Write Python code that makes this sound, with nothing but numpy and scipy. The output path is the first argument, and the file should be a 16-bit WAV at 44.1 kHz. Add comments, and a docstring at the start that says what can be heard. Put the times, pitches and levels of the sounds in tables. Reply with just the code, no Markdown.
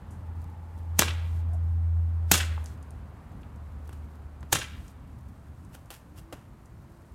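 """Three sharp whip cracks ring out in a garden, each answered by a house wall and the trees around. Each crack
is a pair of shocks in a ragged burst of noise; its echoes are delayed pulses and dense clicks. The lash also
slaps and brushes the grass, in filtered clicks and noise, and ticks in tiny noise bursts. Behind it a distant
engine drones and fades as a wavering-level tone, with a far motor, tyres and a hoot as narrow bands, over
filtered noise for a low-mid background, light wind and hiss."""
import sys
import numpy as np
from scipy import signal
from scipy.fft import rfft, irfft
from scipy.io import wavfile
from scipy.ndimage import uniform_filter1d

SR = 44100
rng = np.random.default_rng(int(sys.argv[2]) if len(sys.argv) > 2 else 0)


def to_wav(s):
    """Save 16-bit WAV."""
    ch = np.atleast_2d(s).T  # columns
    pcm = np.round(np.clip(ch, -1, 1) * 32767)  # PCM
    wavfile.write(sys.argv[1], SR, pcm.astype(np.int16))


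N = 314874
T = np.arange(N) / SR   # time of every sample, in seconds


def from_db(db):
    """Turn decibels into a gain."""
    return 10 ** (np.asarray(db) / 20)


def rms_one(x):
    """Scale to an rms (average strength) of 1."""
    return x / np.sqrt(np.mean(x ** 2) + 1e-20)


def level_in_time(points):
    """Read a table of (time, level) at every sample, with straight lines between the points."""
    seconds, level = np.transpose(points)
    return np.interp(T, seconds, level)


def at_hz(points, hz):
    """Read a table of (frequency, value), with straight lines on a log-frequency axis."""
    f, value = np.transpose(points)
    return np.interp(np.log(np.maximum(hz, 1)), np.log(f), value)


def butter(x, hz, kind, order=2):
    """Butterworth filter that only looks back in time."""
    edges = np.clip(hz, 10, .45 * SR)
    sos = signal.butter(order, edges, kind, fs=SR, output="sos")
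    return signal.sosfilt(sos, x + 1e-18)


def drift(rate, size=N):
    """A random wandering with a new goal `rate` times a second; its spread is about 1."""
    knots = rng.standard_normal(int(size * rate / SR) + 2)
    position = np.arange(size) * rate / SR
    return np.interp(position, np.arange(len(knots)), knots) * np.sqrt(3 / 2)


def glide(start_value, end_value, middle, ease):
    """A smooth step from one value to another."""
    progress = (1 + np.tanh((T - middle) / (2 * ease))) / 2
    return start_value + (end_value - start_value) * progress


def swell(t, rise, decay):
    """Exponential rise to 1 at t = 0, then exponential fall."""
    return np.exp(np.where(t < 0, t / abs(rise), -t / abs(decay)))


def window(start):
    """The samples around an event, and their time from it."""
    span = slice(max(int(start * SR) - SR // 10, 0), int(start * SR) + SR)
    return span, T[span] - start


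def colour(x, spectrum, tilt_db=0, size=8192):
    """Shape the spectrum without ringing ahead (minimum phase), at unit power gain; tilt is per decade."""
    hz = np.maximum(np.fft.rfftfreq(size, 1 / SR), 1)
    gain = rms_one(from_db(at_hz(spectrum, hz) + tilt_db * np.log10(hz)))
    # folding the cepstrum onto positive times gives the minimum-phase filter
    cepstrum = irfft(np.log(gain + 1e-6))
    cepstrum[1:size // 2] *= 2
    cepstrum[size // 2 + 1:] = 0
    impulse = irfft(np.exp(rfft(cepstrum)))
    return signal.fftconvolve(x, impulse)[:len(x)]


def grains(size, rough_db):
    """A dense stream of tiny arrivals of uneven strength; rms 1."""
    return rms_one(rng.standard_normal(size) * from_db(rough_db * drift(2500, size)))


def facets(size, per_s):
    """Many small surfaces each give a click of their own, of random strength and sign; rms 1."""
    happens = rng.random(size) < per_s / SR
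    return rms_one(happens * rng.standard_normal(size))


def narrow_band(hz, width_hz, steady):
    """A tone whose strength and phase wander around a steady part; rms 1."""
    carrier = np.exp(2j * np.pi * np.cumsum(hz) / SR)
    wander = steady + drift(width_hz) + 1j * drift(width_hz)
    return rms_one(np.real(carrier * wander))


def hiss(sound, threshold_db=-40, hold=0.322, open_db=8):
    """A noise suppressor holds the hiss down, and lets it up for a moment after loud treble."""
    # colour of the hiss: (f/Hz, level per Hz/dB)
    hiss_spectrum = [(2350, -23.5), (4000, -4), (4960, -4.5), (9660, -2.5), (10400, -8), (11800, -4),
                     (15100, -10), (16000, -15)]
    treble_power = uniform_filter1d(butter(sound, 5000, "high") ** 2, SR // 200)
    loud = treble_power > from_db(threshold_db) ** 2
    last_loud = np.maximum.accumulate(np.where(loud, T, -10))
    opened = butter(1. 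* (T - last_loud < hold), 15, "low", order=1)
    held_down_db = -74.5
    gain = from_db(held_down_db + open_db * opened + 0.66 * drift(25))
    return gain * colour(grains(N, rough_db=1.0), hiss_spectrum)


def wind():
    """Light wind is low noise whose strength is lumpy."""
    # colour of the wind: (f/Hz, level per Hz/dB)
    wind_spectrum = [(12, -60), (20, -25), (55, -1), (76, 0), (106, -3), (166, -9.5), (264, -14.5),
                     (311, -20), (340, -27), (400, -28), (520, -56.5), (880, -120)]
    # strength of the wind, with one lull, before the lumps: (t/s, level/dB)
    wind_level = [(0, -45), (5.6, -46.5), (6.25, -50.5), (6.6, -48.5), (7.14, -47.5)]
    lumpy_db = level_in_time(wind_level) + 1.8 * drift(14)
    return from_db(lumpy_db) * colour(rng.standard_normal(N), wind_spectrum)


def low_mid_background():
    """A smooth low-mid background noise, which swells for a while after the first two cracks."""
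    # colour of the low-mid background: (f/Hz, level per Hz/dB)
    background_spectrum = [(180, -28.5), (300, -6.5), (384, -5), (437, -6), (652, -6), (855, -6.5),
                           (1030, -6.5), (1160, -8), (1650, -14), (5000, -34), (6500, -63), (11000, -120)]
    # loudness of the low-mid background, before the trim below: (t/s, level/dB)
    background_level = [(0.0, -56), (0.71, -57.5), (1.09, -55.5), (2.03, -58), (2.5, -54), (2.62, -55.5),
                        (5.77, -60), (7.14, -60.5)]
    trim_db = -0.2
    gain = from_db(level_in_time(background_level) + trim_db)
    return gain * colour(rng.standard_normal(N), background_spectrum)


def tyres():
    """Tyres sing in a wavering band, loudest as the car passes; the pitch falls as it leaves."""
    pass_at_s, pass_s, peak_db = .8, 1.1, -60.5
    hz = glide(854, 740, middle=1.7, ease=.1)
    nearness = 1 / (1 + ((T - pass_at_s) / pass_s) ** 2)
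    return from_db(peak_db) * nearness * narrow_band(hz, width_hz=150, steady=0)


def motor():
    """A far motor revs up and settles on a top pitch, as a slightly wavering tone."""
    # loudness of the motor: (t/s, level/dB)
    motor_level = [(5.95, -75), (6.12, -59.5), (6.3, -60.5), (6.62, -69), (6.82, -61), (7.14, -69.5)]
    hz = glide(275, 338, middle=6.17, ease=.06)
    return from_db(level_in_time(motor_level)) * narrow_band(hz, width_hz=14, steady=2.5)


def exhaust():
    """From afar an exhaust is almost a pure firing tone; it throbs once the throttle is eased."""
    # loudness of the distant engine, before the trim below: (t/s, level/dB)
    engine_level = [(0.0, -54), (0.08, -43.5), (0.34, -34), (0.67, -42), (0.92, -30.5), (2.0, -22.5),
                    (2.09, -26), (2.57, -28), (2.76, -42.5), (3.42, -52.5), (3.65, -39), (5.6, -50.5)]
    trim_db, fade_db_per_s = -1, 32
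    ease_at_s, ease_s = 2.58, .11
    run_down_at_s, run_down_hz_per_s = 5.1, 9.9
    # the firing rate holds, drops as the throttle is eased, and later runs down
    hz = glide(83.25, 75.0, ease_at_s, ease_s)
    hz = hz - run_down_hz_per_s * np.maximum(T - run_down_at_s, 0)
    phase = 2 * np.pi * np.cumsum(hz) / SR
    # the throb comes once in four firings
    throb = 1 + glide(0, .35, ease_at_s, ease_s) * np.sin(phase / 4)
    tone = np.sin(phase) + from_db(-32) * np.sin(2 * phase)
    # it dies away after the last point of the table
    fade_db = fade_db_per_s * np.maximum(T - engine_level[-1][0], 0)
    db = level_in_time(engine_level) + trim_db - fade_db
    return from_db(db) * rms_one(throb * tone)


def hoot():
    """A short hoarse note far away: a wavering tone that swells and dies."""
    start_s, swell_s, pitch_hz, db = 1.54, 0.024, 685, -47
    note = narrow_band(np.full(N, pitch_hz), width_hz=130, steady=0.46)
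    return from_db(db) * swell(T - start_s, swell_s, swell_s) * note


def rustle(db, spread_db=7.5):
    """Sleeves and rope brush faintly in uneven spurts of tiny clicks."""
    spurts = from_db(spread_db * (drift(4.8) + drift(90)) / np.sqrt(2))
    brushing = butter(facets(N, per_s=2500), [3000, 14000], "band")
    return from_db(db) * rms_one(spurts * brushing)


def stalks(t, rise, decay):
    """The lash hits many grass stalks, which then settle."""
    hits = facets(len(t), per_s=4400) * swell(t, rise, decay)
    settling = grains(len(t), rough_db=3) * swell(t, rise, 0.067)
    return hits + from_db(-16.5) * settling


def grass():
    """A slap starts with a click and crackles among the stalks; a brush swells softly."""
    # colour of the grass: (f/Hz, level per Hz/dB)
    grass_spectrum = [(160, -25.5), (280, -3), (1680, -8.5), (2360, -15.5), (2800, -10), (3930, -19),
                      (12400, -21), (16000, -32)]
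    # the lash slaps the grass: (t/s, level/dB, decay/s, treble tilt/dB per decade)
    slaps = [(3.893, -44, 0.0027, -2.5), (3.928, -49.5, 0.0064, 5.5), (4.4292, -42, 0.0043, -11),
             (5.7504, -45.5, 0.0024, 5), (5.904, -40, 0.016, 6), (6.3256, -35.5, 0.01, -4.5)]
    # the lash is drawn through the grass: (t/s, level/dB, decay/s)
    brushes = [(5.750, -51, 0.0092), (5.941, -48.5, 0.024), (6.187, -50, 0.013)]
    out = np.zeros(N)
    for start, db, decay, tilt_db in slaps:
        span, t = window(start)
        # the first contact is a click of one sample
        contact = from_db(12.5) * np.diff(1. * (t > 0), prepend=0)
        slap = contact + stalks(t, rise=0.00019, decay=decay)
        out[span] += from_db(db) * colour(slap, grass_spectrum, tilt_db)
    for start, db, decay in brushes:
        span, t = window(start)
        brush = stalks(t, rise=0.014, decay=decay)
        out[span] += from_db(db) * colour(brush, grass_spectrum, tilt_db=7)
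    return out


def faint_ticks(count=16):
    """Fainter ticks at random moments while the whip is handled, as rows like those of the clear ticks."""
    handling_from_s, per_s = 2.2, 1.0
    middle_db, centre_hz, decay_s = -59, 8550, 0.0026
    chance = rng.random((count, 2))
    starts = handling_from_s + np.cumsum(.5 + chance[:, 0]) / per_s
    levels = middle_db + 8 * (chance[:, 1] - .5)
    return [(s, db, centre_hz, decay_s) for s, db in zip(starts, levels) if s < T[-1]]


def ticks():
    """Handle and lash tick in tiny bursts of one broad band, each with a weak longer tail."""
    # the clearer ticks of handle and lash: (t/s, level/dB, centre f/Hz, decay/s)
    clear_ticks = [(0.107, -63, 9050, 0.038), (1.534, -60, 9300, 0.015), (2.578, -36, 1070, 0.002),
                   (2.642, -46.5, 10000, 0.0012), (2.6599, -37, 7140, 0.00042), (2.907, -51, 9100, 0.0013),
                   (3.432, -53.5, 2500, 0.0028), (4.881, -51, 7830, 0.0021), (5.859, -55, 9100, 0.0008)]
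    out = np.zeros(N)
    noise = rng.standard_normal(N)
    for start, db, hz, decay in [*clear_ticks, *faint_ticks()]:
        span, t = window(start)
        snap = rms_one(butter(noise[span], [hz / 1.55, hz * 1.2], "band"))
        shape = swell(t, .0002, decay) + from_db(-18.5) * swell(t, .0002, .03)
        out[span] += from_db(db) * snap * shape
    return out


def n_wave(t, length):
    """The pressure of one shock: a jump up, a straight fall, a jump back."""
    return np.where(abs(t) < length / 2, -2 * t / length, 0)


def leading_shock(t, length=0.00056):
    """The shock and its close reflection; their spacing gives the crack a hollow middle."""
    gap_s = .0012
    return n_wave(t, length) + 0.88 * n_wave(t - gap_s, length)


def thud(t, hz, decay=0.0075):
    """The pushed air arrives as a few slow swings of pressure that soon die."""
    age = np.maximum(t, 0)
    return np.sin(2 * np.pi * hz * age) * np.exp(-age / decay)


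def wall_echo(t):
    """A flat wall returns the shock whole, dulled on the way."""
    dulled = butter(n_wave(t, length=.0005), 7000, "low", order=1)
    return butter(dulled, 550, "high", order=1)


def garden_tail(t, tilt_db):
    """Foliage returns the shock from all sides as dense clicks; each band dies at its own pace."""
    # colour of the sound scattered by the garden: (f/Hz, level per Hz/dB)
    scatter = [(59, -29), (100, -2), (145, -5), (513, -15), (854, -19.5), (1200, -18), (1610, -18.5),
               (2080, -20.5), (2690, -12.5), (4200, -18.5), (6990, -18.5), (11600, -23), (16000, -33.5)]
    # how long the scattered sound takes to fall by 60 dB: (f/Hz, fall time/s)
    scatter_t60 = [(150, 0.23), (500, 0.36), (1500, .42), (3000, 0.3), (6000, .32), (10000, .28),
                   (16000, 0.15)]
    noise = colour(facets(len(t), per_s=14000), scatter, tilt_db)
    noise = noise * from_db(1.7 * drift(250, len(t)))
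    age, fading = np.maximum(t, 0), 0
    # peel off one band after another, from the bass up
    for hz in 90 * 2 ** np.arange(0, 7.6, .75):
        low = signal.sosfiltfilt(signal.butter(3, hz, fs=SR, output="sos"), noise)
        fading = fading + low * from_db(-60 * age / at_hz(scatter_t60, hz / np.sqrt(2)))
        noise = noise - low
    near = from_db(-10.0) * fading * (1 - np.exp(-age / .003))
    # far trees answer later, in the middle band only, and more strongly to a dull crack
    far = butter(facets(len(t), per_s=6000), [1150, 3300], "band")
    far = rms_one(butter(far, 5000, "low")) * (1 - np.exp(-(age / 0.063) ** 2))
    far = far * from_db(-60 * age / 0.77)
    return near + from_db(-25.0 - 0.52 * tilt_db) * far


def ragged(x, share=0.4, decay=0.0092, size=512):
    """Every echo repeats the same ragged burst, so all share its ripple in the treble."""
    trail = rng.standard_normal(size) * np.exp(-np.arange(size) / SR / decay)
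    trail = butter(trail, 990, "high")
    trail *= share / np.sqrt(np.sum(trail ** 2))
    return (x + np.convolve(x, trail)[:len(x)]) / np.sqrt(1 + share ** 2)


def cracks():
    """The tip goes supersonic: a hiss of the lash, a leading shock in a ragged burst, then the echoes."""
    # whip cracks: (t/s, level/dB, treble tilt/dB per decade, rise/s, leading shock/dB, thud f/Hz,
    # thud level/dB, wall echo before the echo boost/dB, tail tilt/dB per decade)
    crack_rows = [(0.9921, -12.5, -2, 0.002, -6, 188, -10.5, 8.5, -3),
                  (2.3157, -9.5, 2, 0.0012, 2.5, 188, -5, 0.5, 4),
                  (4.5282, -15.5, 0, 0.0024, 3, 108.4, -2, 3.5, -0.5)]
    # time the house wall takes to return each crack: one delay/s for each crack
    wall_delays = [.0303, .0290, .0293]
    # colour of the shock as it reaches the microphone: (f/Hz, level per Hz/dB)
    shock_spectrum = [(35, -34.5), (60, -8.5), (217, 5.5), (458, -8.5), (903, -7.5), (1140, -13.5),
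                      (1580, -5.5), (2190, -12.5), (2580, -7.5), (2900, -10.5), (4750, -13.5), (6740, -4.5),
                      (10800, -13), (12100, -6.5), (16000, -21)]
    # echoes from fence, hedge and trees: (delay/s, level before the boosts/dB, spread/s, top f/Hz)
    echo_rows = [(0.023, -15, 0.0048, 10030), (.0400, -10.5, 0.003, 4033), (.0895, -13, .0075, 3700),
                 (0.115, -19.5, 0.007, 3680), (0.207, -33, .02, 3000)]
    out = np.zeros(N)
    for row, wall_delay in zip(crack_rows, wall_delays):
        start, db, tilt_db, rise, lead_db, thud_hz, thud_db, wall_db, tail_tilt_db = row
        span, t = window(start)
        # the burst swells and dies, with its strongest part held at one limit
        body = np.minimum(from_db(3.5) * swell(t - .0007, rise, .0036), from_db(4))
        burst = butter(grains(len(t), rough_db=1.5) * body, 350, "high", order=1)
        shock = burst + from_db(lead_db) * leading_shock(t + .0006)
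        shock = colour(shock, shock_spectrum, tilt_db)
        # the hiss of the lash builds up just before the shock
        swish = butter(grains(len(t), rough_db=-1.5), [1500, 11000], "band", order=1)
        swish = from_db(-33) * swell(t, 0.013, .002) * swish
        echoes = from_db(wall_db) * wall_echo(t - wall_delay) + garden_tail(t, tail_tilt_db)
        for delay, echo_db, spread, top_hz in echo_rows:
            cluster = facets(len(t), per_s=9000) * swell(t - delay, spread / 2, spread)
            cluster = butter(colour(cluster, shock_spectrum), top_hz, "low", order=4)
            echoes += from_db(echo_db + 6) * butter(cluster, 1600, "high")
        echoes = from_db(1.5) * ragged(echoes)   # the echo boost
        push = from_db(thud_db) * thud(t + 0.00081, thud_hz)
        out[span] += from_db(db) * (shock + swish + echoes + push)
    return out


def scene():
    """Everything at one microphone."""
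    background = wind() + low_mid_background() + tyres() + motor() + exhaust() + hoot()
    whip = rustle(db=-80.5) + grass() + ticks() + cracks()
    sound = background + whip
    return (sound + hiss(sound))[None]


def record(dry):
    """The highest peaks are rounded and the top is cut."""
    rounded = 1.2 * np.tanh(dry / 1.2)
    cutoff_hz = 16000
    top_cut = signal.ellip(10, .2, 80, cutoff_hz, fs=SR, output="sos")
    return signal.sosfilt(top_cut, rounded)


dry = scene()
out = record(dry)
to_wav(out)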